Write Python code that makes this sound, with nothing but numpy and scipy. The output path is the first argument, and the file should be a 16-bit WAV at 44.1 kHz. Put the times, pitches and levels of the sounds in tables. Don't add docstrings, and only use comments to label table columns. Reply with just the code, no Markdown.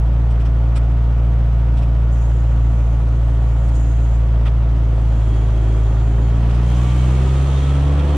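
import sys
import numpy as np
from scipy import signal
from scipy.fft import rfft, irfft, next_fast_len
from scipy.io import wavfile
from scipy.ndimage import uniform_filter1d

SR = 44100
rng = np.random.default_rng(int(sys.argv[2]) if len(sys.argv) > 2 else 0)


def voltage_ratio(level):
    return 10 ** (np.asarray(level, float) / 20)


def master_out(mix):
    frames = np.transpose(np.atleast_2d(mix))
    ceiling = np.clip(frames, -1, 1)
    pcm = np.round(ceiling * 32767).astype(np.int16)
    wavfile.write(sys.argv[1], SR, pcm)


N = 360283

# (time [s], roar level [dB], lift of the roar's treble [dB])
EFFORT = [(0, -37, -2), (2, -37.5, -1), (4.8, -37, -0.5), (5.6, -36, 1), (6.2, -35.5, -1.5),
          (6.5, -33.5, 1), (6.9, -34, 4.5), (7.3, -33, 2), (7.7, -33, 2), (7.9, -30.5, -3),
          (8.17, -29.5, -3)]


def evened(x):
    return x / np.sqrt(np.mean(x ** 2) + 1e-20)


def read(points, hz):
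    f, value = np.transpose(points)
    return np.interp(np.log(hz + 1), np.log(f + 1), value)


def curves(rows, t):
    s, *columns = np.transpose(rows)
    return [np.interp(t, s, c) for c in columns]


def drift(rate):
    t = np.arange(0, N + 256, 256) / SR
    rates = rate * np.geomspace(.05, 1, num=16)
    slow = sum(np.sin(2 * np.pi * (f * t + rng.random())) for f in rates)
    return np.interp(np.arange(N) / SR, t, evened(slow))


def ring(x, modes):
    size = next_fast_len(x.shape[-1] + 8192)
    hz = np.fft.rfftfreq(size, 1 / SR)
    body = sum((-1) ** k * voltage_ratio(db) / (1 + 2j * (hz - f) / w) for k, (f, w, db) in enumerate(modes))
    return irfft(rfft(x, size) * body, size)[..., :x.shape[-1]]


def dulled(x):
    return signal.sosfilt(signal.butter(8, 10200, fs=SR, output="sos"), x)


def chatter(modes, level_db, per_s, clump_db):
    tap_db = 3.1 * np.minimum(rng.exponential(1, (2, N)), 4)
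    taps = (rng.random((2, N)) < per_s / SR) * voltage_ratio(tap_db)
    taps *= rng.choice([-1., 1.], (2, N))
    rung = 0
    for k, mode in enumerate(modes):
        rung = rung + (-1) ** k * ring(taps, [mode]) * voltage_ratio(clump_db * drift(8))
    return evened(rung) * voltage_ratio(level_db)


def clacks():
    # (time [s], relative level [dB], lean to the first feed [dB], half-width of the swell [s],
    # brightness [dB per octave], favoured pitch [Hz])
    catches = [(0.312, -40, 5, 0.015, -1, 8300), (0.407, -37, -3, 0.023, -4, 9600),
               (0.459, -34, 2, 0.015, -4, 5800), (0.766, -26, 1, 0.015, -2, 8300),
               (1.78, -35, -2, 0.022, -3, 3500), (1.828, -35, -1, 0.017, -3.5, 2400),
               (3.687, -36.5, -3, 0.012, -2, 8300), (3.755, -45, -11, 0.013, 4.5, 7000),
               (4.466, -28, 0.5, 0.02, -7, 3070), (6.507, -37, -9, 0.012, -3, 4000),
               (6.545, -35, -1, 0.02, -1.5, 4000), (7.996, -32, 1, 0.012, -5, 3300)]
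    # (frequency [Hz], width [Hz], gain before brightness and grip [dB])
    lever_modes = [(680, 45, -6.5), (1286, 100, 2), (1925, 210, -4), (2390, 340, -2.5), (3320, 750, -4.5),
                   (5040, 620, -8.5), (5740, 300, -7.5), (6900, 520, -10.5), (8300, 780, -8),
                   (10100, 650, -20)]
    grip_db, grip_octaves = 4, 0.22
    out, t = np.zeros((2, N + 8192)), np.arange(4096) / SR
    for s, level_db, lean_db, half_width, bright_db, favoured_hz in catches:
        swell = np.exp(-((t - .015) / half_width) ** 2)
        scrape = rng.standard_normal((2, 4096)) * swell
        modes = []
        for f, w, db in lever_modes:
            grip = grip_db * np.exp(-(np.log2(f / favoured_hz) / grip_octaves) ** 2)
            modes.append((f, w, db + bright_db * np.log2(f / 3000) + grip))
        gain = voltage_ratio(level_db + 2.5 + np.array([[lean_db], [-lean_db]]) / 2)
        at = round((s - .012) * SR)
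        out[:, at:at + 4096] += ring(scrape, modes) * gain
    return dulled(out[:, :N])


def panel_buzz():
    # (frequency [Hz], width [Hz], gain [dB])
    panel_modes = [(2230, 68, 0), (2560, 25, -2.5), (3070, 41, 3), (3254, 36, 5.5), (3680, 180, -6),
                   (4280, 170, -5.5), (4660, 30, -8.5)]
    # (time [s], level [dB])
    buzz = [(0, -80), (2.7, -79), (3.2, -65), (3.76, -64.5), (4.75, -75), (5.3, -57), (5.9, -58.5),
            (6.25, -51.5), (6.62, -66), (6.69, -50), (7.1, -54.5), (7.3, -51), (8.17, -51.5)]
    buzz_db, = curves(buzz, np.arange(N) / SR)
    return chatter(panel_modes, buzz_db, per_s=1500, clump_db=4.0)


def singing():
    # (start [s], length [s], frequency [Hz], level [dB])
    spells = [(5.1, 0.96, 3297, -59), (6.7, .45, 3060, -54), (6.75, .65, 2560, -55),
              (6.78, .5, 2260, -50.5), (7.3, .45, 3660, -55), (7.45, 0.81, 3260, -53)]
    width_hz, fade_s = 40, .08
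    t, out = np.arange(N) / SR, 0
    for start, length, hz, db in spells:
        on = np.clip(np.minimum(t - start, start + length - t) / fade_s, 0, 1)
        mode = [(hz, width_hz, 0)]
        noise = ring(ring(rng.standard_normal((2, N)), mode), mode)
        out = out + on * voltage_ratio(db) * evened(noise)
    return out


def flow_db():
    # (start [s], rise [s], length [s], hiss level [dB], sag [dB per s])
    openings = [(2.107, .02, 0.13, -54, 0), (2.25, .05, 1.1, -58, 4.5), (3.2, .3, .95, -56, 0.5),
                (3.72, 0.044, 0.09, -53, 9), (4.597, 0.6, 1.7, -55.5, 0.9), (6.65, 0.027, 1.02, -49, 3.5),
                (7.75, .3, .5, -61, -4)]
    leak_db, close_db_per_s = -70.5, 70
    t, power = np.arange(N) / SR, voltage_ratio(leak_db) ** 2
    for start, rise, length, db, sag_db in openings:
        since = t - start
        fall_db = sag_db * since + close_db_per_s * np.maximum(since - length, 0)
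        opening = np.clip(since / rise, 0, 1) * voltage_ratio(db - np.maximum(fall_db, 0))
        power = power + opening ** 2
    return 10 * np.log10(power)


def valve_hiss(hiss_db):
    # (frequency [Hz], width [Hz], gain [dB])
    valve_modes = [(5600, 120, -9), (6130, 31, -2.5), (6530, 46, 3), (6840, 88, 1.5), (7100, 110, -2),
                   (7550, 150, -3.5), (8180, 51, 0), (8540, 51, -1.5), (9540, 260, -12.5)]
    return dulled(chatter(valve_modes, hiss_db, per_s=3600, clump_db=2.5))


def sizzle(hiss_db):
    # (frequency [Hz], width [Hz], gain [dB])
    top_modes = [(11500, 120, 1.5), (12500, 400, -4.5)]
    return chatter(top_modes, -78.5 + 3.2 * (hiss_db + 53.0), per_s=3000, clump_db=3)


def whine(hz):
    start_s, climb_s, end_s = 6.64, .21, 8.0
    slipping, engaged = 16, 19
    level_db, fade_db_per_s = -44, 149
    hunt_depth_db, hunt_period_s, settle_s = 5.5, 0.41, .35
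    t = np.arange(N) / SR
    climb = np.clip((t - start_s) / climb_s, 0, 1)
    multiple = slipping + (engaged - slipping) * climb
    from_catch = np.abs(t - start_s - climb_s)
    hunt_db = hunt_depth_db * np.cos(2 * np.pi * from_catch / hunt_period_s) * np.exp(-from_catch / settle_s)
    fade_db = fade_db_per_s * np.maximum(t - end_s, 0)
    db = level_db - 5 * (1 - climb) + hunt_db - fade_db + 1.5 * drift(22)
    phase = 2 * np.pi * np.cumsum(multiple * hz) / SR + .5 * drift(25)
    return np.sqrt(2) * (climb > 0) * voltage_ratio(db) * np.sin(phase)


def roar(turns, load):
    # (frequency [Hz], relative density [dB])
    idle_colour = [(10, -12), (30, 9.5), (90, 7), (200, 2), (286, 5), (380, -3), (552, -1.5), (848, -4.5),
                   (951, -6), (1070, -10), (1300, -9), (1700, -15.5), (3200, -20), (4400, -28.5),
                   (7000, -32), (9400, -35), (11000, -51.5), (14000, -70)]
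    # (frequency [Hz], relative density [dB])
    load_colour = [(10, -28), (40, 4), (100, 6.5), (191, -3), (311, -0.5), (452, -3), (1300, -11.5),
                   (1550, -16), (2300, -18.5), (3250, -17), (4460, -29), (8360, -29.5), (10500, -40.5),
                   (14000, -64.5)]
    frames, hz = N // 512 + 5, np.fft.rfftfreq(2048, 1 / SR)
    t = np.arange(frames) * 512 / SR
    roar_db, treble_db = curves(EFFORT, t)
    share = np.interp(t, np.arange(N) / SR, load)
    z = rng.standard_normal((frames, 1025, 5)).T
    smooth = uniform_filter1d(z[4], size=20, axis=0)
    patches = evened(uniform_filter1d(smooth, size=5, axis=1))
    idle_db, load_db = read(idle_colour, hz)[:, None], read(load_colour, hz)[:, None]
    colour = voltage_ratio(idle_db * (1 - share) + load_db * share)
    middle = (hz > 300) & (hz < 1500)
    colour /= np.sqrt((colour[middle] ** 2).sum(0))
    upper = 1 / (1 + (1800 / (hz + 1)) ** 4)
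    field = colour * voltage_ratio(roar_db + upper[:, None] * treble_db + 0.6 * patches)
    noise = z[:2] + 1j * z[2:4]
    pair = signal.istft(noise * field, nperseg=2048, noverlap=1536)[1][:, :N]
    pulse = 1 + 0.14 * np.cos(2 * np.pi * turns + 3.3) + 0.096 * np.cos(np.pi * turns / 2)
    return voltage_ratio(1.0) * pair * pulse


def knock(turns, roar_db, pull):
    # (frequency [Hz], width [Hz], gain [dB])
    cab_modes = [(287, 14, 6), (320.4, 20, 2), (376.6, 12, 4), (444.5, 38, -10.5), (499, 35, -6.5),
                 (556.5, 4.9, -7), (690, 42, -1), (722, 56, -1), (842, 45, -15), (975.4, 35, -10),
                 (1024, 22, -17.5), (1134, 38, -5), (1270, 61, -7.5), (1311, 46, -10), (1475, 19, -16.5),
                 (1768, 170, -15), (1916, 59, -20)]
    cylinder_db = [2, -6.5, -5, -4.5]
    uneven_light, uneven_pull = 0.2, 0.62
    level_db = roar_db - 6.5 + 1.5 * pull
    uneven = uneven_light + pull * (uneven_pull - uneven_light)
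    at = np.flatnonzero(np.diff(np.floor(turns)))
    db = np.take(cylinder_db, np.arange(len(at)) % 4) * uneven[at]
    db = db + 2.0 * rng.standard_normal(len(at))
    blows = np.zeros(N)
    blows[at] = voltage_ratio(db)
    t = np.arange(800) / SR
    spread = signal.chirp(t, 200, t[-1], 2400) * signal.windows.tukey(800, .2)
    drawn_out = signal.oaconvolve(blows, spread)[:N]
    return evened(ring(drawn_out, cab_modes)) * voltage_ratio(level_db)


def exhaust(turns, hz, pull, load):
    # (multiple of firing rate [-], level at light work [dB], level pulling hard [dB], wavering [dB])
    firing_tones = [(1, -13, -13.5, 0.25), (2, -32, -30, 0.45), (2.434, -43.5, -42.5, 1.5),
                    (3, -39.5, -35.5, 0.5), (4, -46, -35.5, 2.5), (5, -51.5, -47, 2), (5.75, -58, -48, 3.5),
                    (6, -49.5, -47, 3.5), (7, -59, -44, 0.5)]
    # (multiple of firing rate [-], level idling [dB], level revved up [dB])
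    further_tones = [(.43, -47.5, -59), (0.59, -44.5, -41), (1.844, -48.5, -43), (3.58, -50.5, -54.5),
                     (3.69, -48.5, -47.5), (4.864, -49, -44.5), (6.8, -62, -49), (7.26, -56, -66),
                     (7.85, -64.5, -50), (8.56, -53, -44), (9.02, -58.5, -54.5), (9.89, -54.5, -52.5),
                     (10.08, -53, -52.5), (11.73, -47, -50), (13.07, -55, -54), (15.42, -61, -65),
                     (16.02, -56, -59), (17.63, -62.5, -66), (22.1, -55.5, -64), (23.1, -63.5, -69),
                     (16.82, -61.5, -62), (20, -61.5, -61.5), (25.2, -55, -67.5), (35.2, -80.5, -62)]
    # (frequency [Hz], gain [dB])
    pipe = [(50, -0.64), (80, -2), (110, 9.5), (126, 11.5), (141, 9.5), (152, -2), (164, -2.5), (174, 5.5),
            (194, 4.5), (203, -8.5), (216, -5.5), (228, -2.1), (246, -16), (264, -8.5), (280, 7),
            (298, 2.5), (322, 4.5), (345, -6.5), (365, 0), (388, 3), (412, -2.7), (440, -9.5), (497, 2.5),
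            (540, -2)]
    boom = 0
    for k, light_db, hard_db, waver_db in firing_tones:
        db = light_db + pull * (hard_db - light_db) + read(pipe, k * hz) + waver_db * drift(8)
        wander = 0.82 * (k > 4.5) * drift(3)
        boom = boom + voltage_ratio(db) * np.sin(2 * np.pi * k * turns + wander)
    for k, idle_db, revved_db in further_tones:
        db = idle_db + load * (revved_db - idle_db) + 0.9 * drift(3.7)
        boom = boom + voltage_ratio(db) * np.sin(2 * np.pi * k * turns + drift(3))
    return np.sqrt(2) * boom


def ports(a, b):
    # (frequency [Hz], left-right likeness [0-1])
    likeness = [(200, 1), (290, .97), (630, .74), (1380, .5), (3030, .6), (5000, .4), (8000, .4),
                (14500, .5)]
    # (frequency [Hz], phase by which left leads [rad])
    left_lead = [(60, -.12), (400, -.1), (1120, 0), (1380, .3), (2150, -.3), (2840, 0), (5510, -.6),
                 (6200, -.4), (6890, 3.8), (8100, 3.1), (10900, 6.3)]
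    # (frequency [Hz], left over right [dB])
    left_tilt = [(60, -.1), (115, -.6), (300, -.5), (600, -.8), (1100, -2.8), (2500, -1.9), (5000, -1.4),
                 (9000, -1.6)]
    hz = np.fft.rfftfreq(N, 1 / SR)
    same = np.clip(read(likeness, hz), 0, 1)
    a, b = rfft(a), rfft(b)
    half = voltage_ratio(read(left_tilt, hz) / 2) * np.exp(.5j * read(left_lead, hz))
    left = a * half
    right = (same * a + np.sqrt(1 - same ** 2) * b) / half
    return irfft(np.array([left, right]), N)


def scene():
    # (time [s], firing rate [Hz])
    engine = [(0.0, 57.08), (1.6, 57.33), (2.4, 57.12), (3.0, 56.69), (4.0, 56.71), (4.7, 56.46),
              (5.1, 55.38), (5.5, 54.5), (5.9, 54.69), (6.15, 56.03), (6.4, 57.3), (6.7, 59.4),
              (7.0, 62.28), (7.4, 66.73), (7.8, 69.3), (8.0, 71.6), (8.17, 72.46)]
    pull_start_s, pull_full_s = 4.42, 5.7
    t = np.arange(N) / SR
    hz, = curves(engine, t)
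    roar_db = curves(EFFORT, t)[0]
    pull = np.clip((t - pull_start_s) / (pull_full_s - pull_start_s), 0, 1)
    load = np.clip((hz - 56) / 14, 0, 1) * (t > 5.5)
    turns = np.cumsum(hz * (1 + 0.0021 * drift(15))) / SR
    hiss_db = flow_db()
    pair = clacks() + panel_buzz() + singing()
    pair += valve_hiss(hiss_db) + sizzle(hiss_db)
    pair += roar(turns, load)
    blows = knock(turns, roar_db, pull)
    pair += np.array([blows, np.roll(blows, 90)])
    pair[0] += exhaust(turns, hz, pull, load) + whine(hz)
    return ports(*pair)


def band_limit(x):
    return signal.sosfilt(signal.butter(12, 15130, fs=SR, output="sos"), x)


def record(dry):
    self_noise_db = -79
    hissing = dry + voltage_ratio(self_noise_db) * rng.standard_normal(dry.shape)
    return band_limit(hissing - .0028)


dry = scene()
out = record(dry)
master_out(out)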